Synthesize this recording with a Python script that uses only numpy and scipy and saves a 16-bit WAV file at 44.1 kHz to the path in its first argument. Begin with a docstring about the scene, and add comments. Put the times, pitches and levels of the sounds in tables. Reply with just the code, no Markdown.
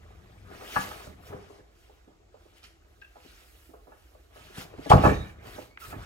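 """A cardboard box is dragged up, carried past with shuffling steps and light knocks, then dropped on a
wooden bench: one edge lands, the rest slaps down. Knocks ring the box panels, bumps ring the bench.
Metal things on the bench rattle as buzzing clusters of tones. Hands rub (shaped noise) and squeak
(uneven tones) on the card, small things clink and snap; the garage adds a low noisy hum and a short echo."""
import sys
import numpy as np
from scipy import signal
from scipy.fft import rfft, irfft, next_fast_len
from scipy.io import wavfile
from scipy.ndimage import uniform_filter1d

SR = 44100
rng = np.random.default_rng(int(sys.argv[2]) if len(sys.argv) > 2 else 0)


def file_out(sig):
    """Save sig as 16-bit WAV at sys.argv[1]."""
    # one column per channel
    cols = np.atleast_2d(sig).T
    # limit, then scale
    lim = np.clip(cols, -1, 1)
    pcm = np.round(lim * 32767).astype(np.int16)
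    wavfile.write(sys.argv[1], SR, pcm)


N = 266974
T = np.arange(N) / SR

# Ringing panels of the box: f/Hz, relative level/dB, time to die by 60 dB/s
BOX_PANELS = [(165.2, 13.5, 0.054), (272, -2.5, 0.54), (319, -1, 0.33), (410, -3.5, 0.29), (461, 9, 0.035),
              (505.7, -8, 0.3), (598.5, 3.5, 0.074), (660.7, -6, 0.26), (733.5, 6.5, 0.038),
              (826.6, 8, 0.059), (965, 0, 0.033), (1142, -7.5, 0.2), (1290.5, 10, 0.033),
              (1450, -4.5, 0.056), (1521, -5.5, 0.08), (1699, -4, 0.24), (2380, -7, .08),
              (2652, -2.5, 0.08)]


def knocks(mix):
    """Each contact rings the panels near its colour, crumples the card and scuffs it."""
    # Knocks and steps: t/s, peak level/dB, colour f/Hz, narrowness/(dB per octave squared),
    # added damping as time to die by 60 dB/s
    knock_list = [(0.759, -14.5, 1230, 18, 0.11), (0.797, -38, 1580, 15, 0.076),
                  (0.911, -36, 1090, 22, 0.087), (1.069, -41.5, 520, 16, 0.078),
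                  (1.326, -36, 423, 56, 0.12), (1.325, -44, 1260, 44, 0.048), (1.495, -41, 404, 59, 0.2),
                  (1.585, -50, 410, 44, 0.1), (1.894, -49.5, 470, 15, 0.14), (2.075, -47.5, 307, 19, 0.11),
                  (2.34, -44.5, 520, 25, 0.17), (2.454, -50, 422, 38, 0.073), (3.157, -45.5, 634, 20, 0.14),
                  (3.249, -47, 296, 16, 0.064), (3.69, -48.5, 316, 25, 0.13), (3.734, -41.5, 555, 28, 0.11),
                  (3.87, -47.5, 500, 4.5, 0.15), (3.918, -45.5, 920, 5, .11),
                  (4.148, -47.5, 540, 22, 0.044), (4.357, -45.5, 800, 2.5, 0.21),
                  (4.575, -35.5, 302.4, 0, 0.25), (4.65, -41, 305, 3, 0.031),
                  (4.732, -40.5, 406, 22, 0.078), (4.781, -32.5, 310, 9, 0.073),
                  (4.857, -31, 390, 1.5, .36), (4.902, -12, 590, 6, 0.094), (4.9126, -1.5, 840, 31, 0.061),
                  (4.925, -11, 792, 22, 0.14), (4.932, -11, 373, 28.5, 0.086), (4.953, -18, 635, 32, 0.066),
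                  (4.974, -18, 630, 31, 0.066), (5.036, -10.5, 398, 1.5, 0.065),
                  (5.049, -10, 876, 3.5, 0.059), (5.06, -12, 814, 8, 0.049), (5.09, -24.5, 1630, 21, 0.066),
                  (5.077, -15, 443, 8, 0.064), (5.11, -21, 340, 7.5, 0.097), (5.58, -32.5, 451, 8, 0.18),
                  (5.925, -35, 796, 2, 0.17)]
    panel_count = len(BOX_PANELS)
    for s, db, colour_hz, narrow_db, t60 in knock_list:
        contact_s = .0058 + .00006 * db  # a harder knock squashes the card for longer
        t = np.arange(round(.3 * SR)) / SR
        u = t / contact_s  # time counted in contacts

        # where the knock lands changes each panel's level and phase; the grip detunes it a little
        spot_db = 2 * rng.standard_normal(panel_count)
        phase = rng.uniform(0, 2 * np.pi, (panel_count, 1))
        bend = 1 + 0.0063 * rng.standard_normal(panel_count)
        modes = []
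        for (hz, level, decay), spot, b in zip(BOX_PANELS, spot_db, bend):
            octaves_off = np.log2(hz / colour_hz)
            modes.append((hz * b, level + spot - narrow_db * octaves_off ** 2, decay))
        panels = ring(modes, .3, t60, 2.6 * contact_s, phase)

        crumple_shape = u ** 2 * np.exp(-.8 * u)
        band = signal.butter(3, [colour_hz * 0.65, colour_hz * 1.46], "band", fs=SR, output="sos")
        crumple = signal.sosfilt(band, rng.standard_normal(len(u)) * crumple_shape)

        # card swallows the treble of a scuff
        scuff_band_hz = [min(colour_hz * 0.37, 600), min(colour_hz * 2.66, 1560)]
        scuff_shape = np.minimum(u / 2, 1) * gain_of(-60 * t / (1.7 * t60))
        wide = signal.butter(7, scuff_band_hz, "band", fs=SR, output="sos")
        scuff = signal.sosfilt(wide, rng.standard_normal(len(u)) * scuff_shape)
        scuff_share = .2 - .007 * db  # light steps scuff more than hard blows

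        knock = evened(panels) + 0.49 * evened(crumple) + scuff_share * evened(scuff)
        add(mix, s - .002, peaked(knock, db))  # the swell starts just before the listed time


def bench(mix):
    """Each low bump is a half-sine push ringing the slab; in the landing they crowd into a shuddering thud."""
    # Weight of the box bumping on wood: t/s, peak level/dB, contact time/s
    bumps = [(0.765, -27, 0.0029), (0.79, -28, 0.0027), (1.075, -36, 0.0037), (1.299, -37, .005),
             (1.345, -31.5, 0.0029), (4.581, -31, 0.0032), (4.784, -33, 0.0035), (4.902, -11, 0.0066),
             (4.935, -1.5, 0.0043), (4.954, -3, .0044), (4.967, -13, 0.0049), (4.993, -11, 0.0027),
             (5.043, -15, 0.0091), (5.068, -7, 0.0036), (5.109, -19, 0.0038), (5.135, -26, 0.0072),
             (5.215, -37, 0.0024), (5.88, -34.5, 0.0089), (5.963, -29.5, 0.0028)]
    # Modes of the bench: f/Hz, relative level/dB, time to die by 60 dB/s
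    slab_modes = [(74, -28, 0.98), (102, -5.5, 0.17), (146.8, 8.5, 0.13), (194, 8, 0.084),
                  (266.5, 12.5, 0.059)]
    slab = ring(slab_modes, .5)
    for s, db, contact_s in bumps:
        push = np.sin(np.linspace(0, np.pi, round(contact_s * SR)))
        add(mix, s, peaked(signal.fftconvolve(push, slab), db))


def tools():
    """Noisy shaking makes each loose metal piece buzz at three close modes, in a fit of its own."""
    # Metal pieces: f/Hz, level/dB, time to die by 60 dB/s, fit at full from t/s, fit held for/s
    pieces = [(1810, -43.5, 0.039, 5.08, 0.078), (2330, -44.5, 0.028, 5.078, 0.057),
              (2670, -42, 0.017, 4.912, .02), (3770, -56.5, 0.034, 5.146, 0.09),
              (1770, -59.5, 0.039, 5.21, 0.092), (2840, -46, 0.012, 4.978, 0.01),
              (6150, -63, .03, 5.12, 0.08), (2300, -62.5, .02, 5.21, 0.093)]
    split = .012  # share by which the close modes lie apart
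    shaking = grit(2500, 0.5, 0.38)
    rattle = np.zeros(N)
    for hz, db, t60, s, lasts in pieces:
        cluster = [(hz * (1 + split * k), 0, t60) for k in (-1, .5, 1)]
        buzz = signal.oaconvolve(shaking, ring(cluster, .1))[:N]
        rattle += stroke(s, .02, lasts, .045, db) * evened(buzz)
    return rattle


def rubbing():
    """Fibres hiss, pressed card scrapes through the box panels, the load rumbles; all are shaped noise."""
    # Colour of rubbed fibres: f/Hz, relative level/dB
    hiss_colour = [(710, -8.5), (1200, -8), (1280, -2.5), (2010, -5.5), (2970, -4.5), (3490, -7),
                   (9620, -14.5), (11900, -13), (15800, -17.5)]
    # Colour of scraped card: f/Hz, relative level/dB
    scrape_colour = [(88, 4), (150, -7), (342, 0.5), (463, 1.5), (553, -6), (617, 0.5), (830, -3),
                     (1150, -5), (1510, -4), (4000, -19.5), (5200, -84.5)]
    # Colour of the load's rumble: f/Hz, relative level/dB
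    weight_colour = [(26, -34.5), (52, 1.5), (76, 4.5), (120, -9.5), (190, -10.5), (260, -20), (400, -66)]
    # Strokes of card, cloth and soles: full from t/s, swell/s, hold/s, fade/s, hiss level/dB,
    # brightness at the top of the band/dB
    strokes = [(0, .1, 0.46, .3, -70.5, -3), (0.529, 0.069, 0.24, .2, -60, -9),
               (0.762, 0.2, 0.053, 0.19, -42.5, 1), (0.9, .2, 0.16, 0.078, -54, -1),
               (1.271, 0.1, .01, 0.083, -57.5, 2), (1.35, 0.12, 0.23, 0.072, -67, -18),
               (1.817, 0.29, 0.011, 0.55, -68, -1.5), (2.4, 0.22, 0.14, 0.65, -70.5, -3),
               (2.572, 0.041, .01, 0.062, -61.5, -3), (2.64, 0.02, 0.0038, 0.088, -56, -23),
               (2.914, 0.21, 0.18, 0.16, -74.5, 2.5), (3.268, 0.26, 0.14, 0.19, -61, -0.5),
               (3.466, 0.065, 0.2, 0.2, -66.5, 6.5), (3.98, 0.51, 0.13, 0.98, -70, 2.5),
               (4.355, 0.044, 0.13, .1, -59.5, -2.5), (4.578, 0.078, 0.05, 0.045, -46, -1.5),
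               (4.88, 0.15, .01, .05, -52, -13.5), (4.9, 0.0066, .003, 0.082, -31.5, -6),
               (5.052, 0.08, 0.013, 0.13, -40, -4.5), (5.255, 0.08, .05, 0.077, -62, -1),
               (5.471, 0.073, 0.15, 0.1, -54, 0), (5.804, 0.016, 0.11, 0.056, -52, 4.5),
               (6.029, 0.14, .01, 0.087, -57.5, -3)]
    # The load being handled: t/s, pressed and scraped card level/dB, weight in the bass level/dB
    handling = [(0, -59.5, -55), (.42, -60, -52.5), (.52, -47.5, -53), (.69, -51, -73), (.86, -44.5, -62),
                (1.16, -58.5, -53.5), (1.32, -51.5, -53.5), (1.65, -67, -69.5), (4.3, -69, -74.5),
                (4.37, -59, -61), (4.88, -50.5, -57), (5.02, -33.5, -38), (5.06, -29.5, -25.5),
                (5.17, -50, -30.5), (5.25, -54, -41.5), (5.36, -59, -50.5), (5.48, -45, -56),
                (5.759, -66.5, -76), (5.95, -47.5, -45.5), (6.05, -50.5, -48)]

    fibres = patchy(coloured(grit(3000, 1.2, 0.3), hiss_colour), 2.2, frames=8, bins=6)
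    fine = signal.lfilter(*signal.butter(2, 7000, "high", fs=SR), fibres)
    power = np.array([stroke(*row[:5]) ** 2 for row in strokes])
    brightness = gain_of(np.array(strokes)[:, 5])
    level = np.sqrt(power.sum(0))
    top = np.sqrt(brightness ** 2 @ power)
    hiss = level * fibres + (top - level) * fine  # each stroke has its own treble

    s, press_db, weight_db = np.transpose(handling)
    press = gain_of(np.interp(T, s, press_db))
    weight = gain_of(np.interp(T, s, weight_db))
    scrape = coloured(grit(900, 1.2, 0.38), scrape_colour)
    panels = signal.oaconvolve(scrape, ring(BOX_PANELS, .2, 0.098))[:N]
    card = patchy(evened(scrape) + 0.72 * evened(panels), 3.55, frames=8, bins=3)
    rumble = evened(coloured(grit(150, 3.1, 0.32), weight_colour))
    return hiss + press * card + weight * rumble


def squeaks(mix):
    """Uneven stick and slip makes a gliding tone with one overtone, wavering in pitch and level."""
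    # A sole on concrete, skin on card: start t/s, length/s, first f/Hz, last f/Hz,
    # first level/dB, last level/dB (both before the wavering), pitch jitter/share
    squeak_list = [(2.63, .045, 2950, 2760, -56, -65, 0.093), (5.702, 0.083, 2190, 2380, -65, -72, .03),
                   (5.813, 0.063, 1313, 1235, -45, -52, .06), (5.883, 0.0515, 1255, 1394, -66, -49, 0.076),
                   (6.01, 0.048, 1355, 1450, -55, -53, 0.11)]
    for s, length, first_hz, last_hz, first_db, last_db, jitter in squeak_list:
        count = len(np.arange(0, length, 1 / SR))
        wobble = evened(uniform_filter1d(rng.standard_normal(count), 60))
        hz = np.linspace(first_hz, last_hz, count) * (1 + jitter * wobble)
        turn = 2 * np.pi * np.cumsum(hz) / SR
        waver_db = 2.5 * evened(uniform_filter1d(rng.standard_normal(count), 200))
        tone = (np.sin(turn) + 0.26 * np.sin(2 * turn)) * gain_of(waver_db)
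        level = gain_of(np.linspace(first_db, last_db, count))
        add(mix, s, tone * level * signal.windows.tukey(count, .2))


def clinks(mix):
    """A small hard thing bounces and chatters; the first landing favours lower modes, the later two higher."""
    # Landings: t/s, peak level/dB, favoured f/Hz
    landings = [(3.016, -39, 2070), (3.041, -46, 2700), (3.074, -56, 2700)]
    # Modes of the small thing: f/Hz, relative level/dB, time to die by 60 dB/s
    thing_modes = [(1670, -9, 0.085), (1591, 2, 0.047), (2606, -8.5, 0.08), (2720, -1, 0.033),
                   (3400, -8, 0.027), (850, 4, 0.04), (1230, -7.5, 0.04)]
    for s, db, favoured_hz in landings:
        modes = [(hz, level - 12 * np.log2(hz / favoured_hz) ** 2, t60) for hz, level, t60 in thing_modes]
        phase = rng.uniform(0, 2 * np.pi, (len(modes), 1))
        tone = ring(modes, .25, 0.1, 0.0092, phase)
        chatter = evened(uniform_filter1d(rng.standard_normal(len(tone)), 70))  # on the floor
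        add(mix, s, peaked(tone * (1 + 0.31 * chatter), db))


def snaps(mix):
    """A first sharp break and dying crackle, both kept to one band of pitch."""
    # Card, and grit under a sole: t/s, peak level/dB, f/Hz, crackle's time to die by 60 dB/s
    snap_list = [(2.632, -45, 5000, .02), (2.6405, -43, 8950, .01), (3.016, -47, 4000, .03),
                 (4.9008, -25, 8600, 0.01), (5.7748, -31.5, 2080, 0.035)]
    t = np.arange(1500) / SR
    for s, db, hz, t60 in snap_list:
        crack = rng.standard_normal(1500) * gain_of(-60 * t / t60)
        crack[0] += 29  # the first break stands far above the crackle
        band = signal.butter(3, [hz * 0.49, hz * 1.23], "band", fs=SR)
        add(mix, s, peaked(signal.lfilter(*band, crack), db))


def garage(x):
    """Echo of two channels: sparse taps of random sign, each band dying at its own speed."""
    # Echo decay of the garage: f/Hz, time to die by 60 dB/s
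    decay = [(100, 0.35), (500, 0.48), (2000, 0.33), (8000, 0.46)]
    taps = np.zeros((2, SR))
    # one tap at a random place in every 20 samples
    at = np.arange(300, SR - 20, 20) + rng.integers(0, 20, (2, (SR - 301) // 20))
    np.put_along_axis(taps, at, rng.choice([-1., 1.], at.shape), 1)
    hz, t, z = signal.stft(taps, SR, nperseg=256)
    fade = gain_of(-60 * t / read(decay, hz)[:, None])
    tail = signal.istft(z * fade, SR, nperseg=256)[1]
    return signal.fftconvolve(x[None], tail / np.linalg.norm(tail[0]), axes=1)[:, :N]


def garage_hum():
    """The garage's low hum: two channels of steady noise, strongest in the bass."""
    # Colour of the hum: f/Hz, relative level/dB
    hum_colour = [(22, -0.5), (42, 18.5), (65, 19.5), (110, -0.5), (197, -24), (335, 4), (482, -17.5),
                  (693, -10), (1050, -37.5), (1250, -30), (7650, -21.5), (15800, -105.5)]
    return gain_of(-59.5) * evened(coloured(rng.standard_normal((2, N)), hum_colour))


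def apart(x):
    """Paths to two microphones differ: the phase wanders around a quarter turn with pitch and time."""
    z = signal.stft(x, nperseg=512)[2]
    field = rng.standard_normal(z.shape[::-1])
    drift = evened(uniform_filter1d(uniform_filter1d(field, 9, 0), 5, 1)).T
    turned = z * np.exp(1j * (np.pi / 2 + 1.02 * drift))  # radians
    return signal.istft(turned, nperseg=512)[1][:N]


def gain_of(db):
    """Turns decibels into gain."""
    return 10 ** (np.asarray(db) / 20)


def evened(x):
    """Scales to an rms (average strength) of 1."""
    return x / np.sqrt(np.mean(x ** 2) + 1e-20)


def peaked(x, db):
    """Scales to a peak level."""
    return gain_of(db) * x / abs(x).max()


def add(mix, s, sound):
    """Places a sound in the mix at s seconds."""
    part = mix[round(s * SR):][:len(sound)]
    part += sound[:len(part)]


def read(points, hz):
    """Reads (f/Hz, value) points on a log frequency axis."""
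    f, value = np.transpose(points)
    return np.interp(np.log(hz + 1), np.log(f + 1), value)


def coloured(x, points):
    """Filters by a spectrum given as (f/Hz, level/dB) points."""
    size = next_fast_len(x.shape[-1])
    gain = gain_of(read(points, np.fft.rfftfreq(size, 1 / SR)))
    return irfft(rfft(x, size) * gain, size)[..., :x.shape[-1]]


def ring(modes, seconds, extra_t60=np.inf, contact=1e-5, phase=0):
    """Sum of dying sines; a soft contact makes them swell, a hand or a surface adds damping."""
    t = np.arange(round(seconds * SR)) / SR
    hz, db, t60 = np.transpose(modes)[:, :, None]
    swell = 1 - np.exp(-(t / contact) ** 2)
    dying = gain_of(db - 60 * t / t60 - 60 * t / extra_t60)
    return swell * (dying * np.sin(2 * np.pi * hz * t + phase)).sum(0)


def grit(per_s, spread_db, share):
    """Rough surfaces: steady noise mixed with a share of sparse slips of uneven size."""
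    size = gain_of(spread_db * np.minimum(rng.exponential(1, N), 4))
    slips = size * rng.standard_normal(N) * (rng.random(N) < per_s / SR)
    return share * evened(slips) + (1 - share) * rng.standard_normal(N)


def patchy(x, depth_db, frames, bins):
    """Uneven surfaces: level drifts in patches of time and pitch."""
    z = signal.stft(x, nperseg=256)[2]
    field = rng.standard_normal(z.shape[::-1])
    field = uniform_filter1d(uniform_filter1d(field, frames, axis=0), bins, axis=1)
    return evened(signal.istft(z * gain_of(depth_db * evened(field).T), nperseg=256)[1][:N])


def stroke(s, swell, hold, fade, db):
    """Gain of one movement: climbs 20 dB over the swell, holds from s, drops 20 dB over the fade."""
    t = T[::32]  # a coarse clock is enough
    away = np.maximum((s - t) / swell, (t - s - hold) / fade)
    return np.interp(T, t, gain_of(db - 20 * np.maximum(away, 0)))


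def scene():
    """All sources, the echo and the hum, spread between two microphones."""
    # The carrier walks round to the bench: t/s, echo over direct sound level/dB, left over right level/dB
    walk = [(0, -10, 1), (1.5, -5, -0.5), (2.5, -8, -0.5), (4, -4, -2), (4.7, -12, -0.5), (6.05, -9.5, -1)]
    # Stereo spread, gain of the side signal: f/Hz, level/dB
    side_colour = [(40, -15), (150, -13), (300, -4), (700, 1), (2000, 1.5), (5500, 0.5), (7500, -6.5),
                   (15000, -23)]
    hits = np.zeros(N)
    for source in (knocks, bench, squeaks, clinks, snaps):
        source(hits)
    near = hits + tools() + rubbing()

    s, echo_db, lean_db = np.transpose(walk)
    echo = garage(near * gain_of(np.interp(T, s, echo_db)))
    hum = garage_hum()
    mid = near + echo[0] + hum[0]
    side = coloured(apart(near) + echo[1] + hum[1], side_colour)
    lean = gain_of(np.interp(T, s, lean_db) / 2)  # half the difference goes to each channel
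    return np.array([(mid + side) * lean, (mid - side) / lean])


def record(dry):
    """The small microphone loses the deepest bass and rounds off loud peaks; then the treble is cut off."""
    thin = signal.sosfilt(signal.butter(2, 42, "high", fs=SR, output="sos"), dry)
    rounded = np.tanh(thin)
    band_limit = signal.firwin(511, 15900, window=("kaiser", 9), fs=SR)
    return signal.oaconvolve(rounded, band_limit[None], "same")


dry = scene()
out = record(dry)
file_out(out)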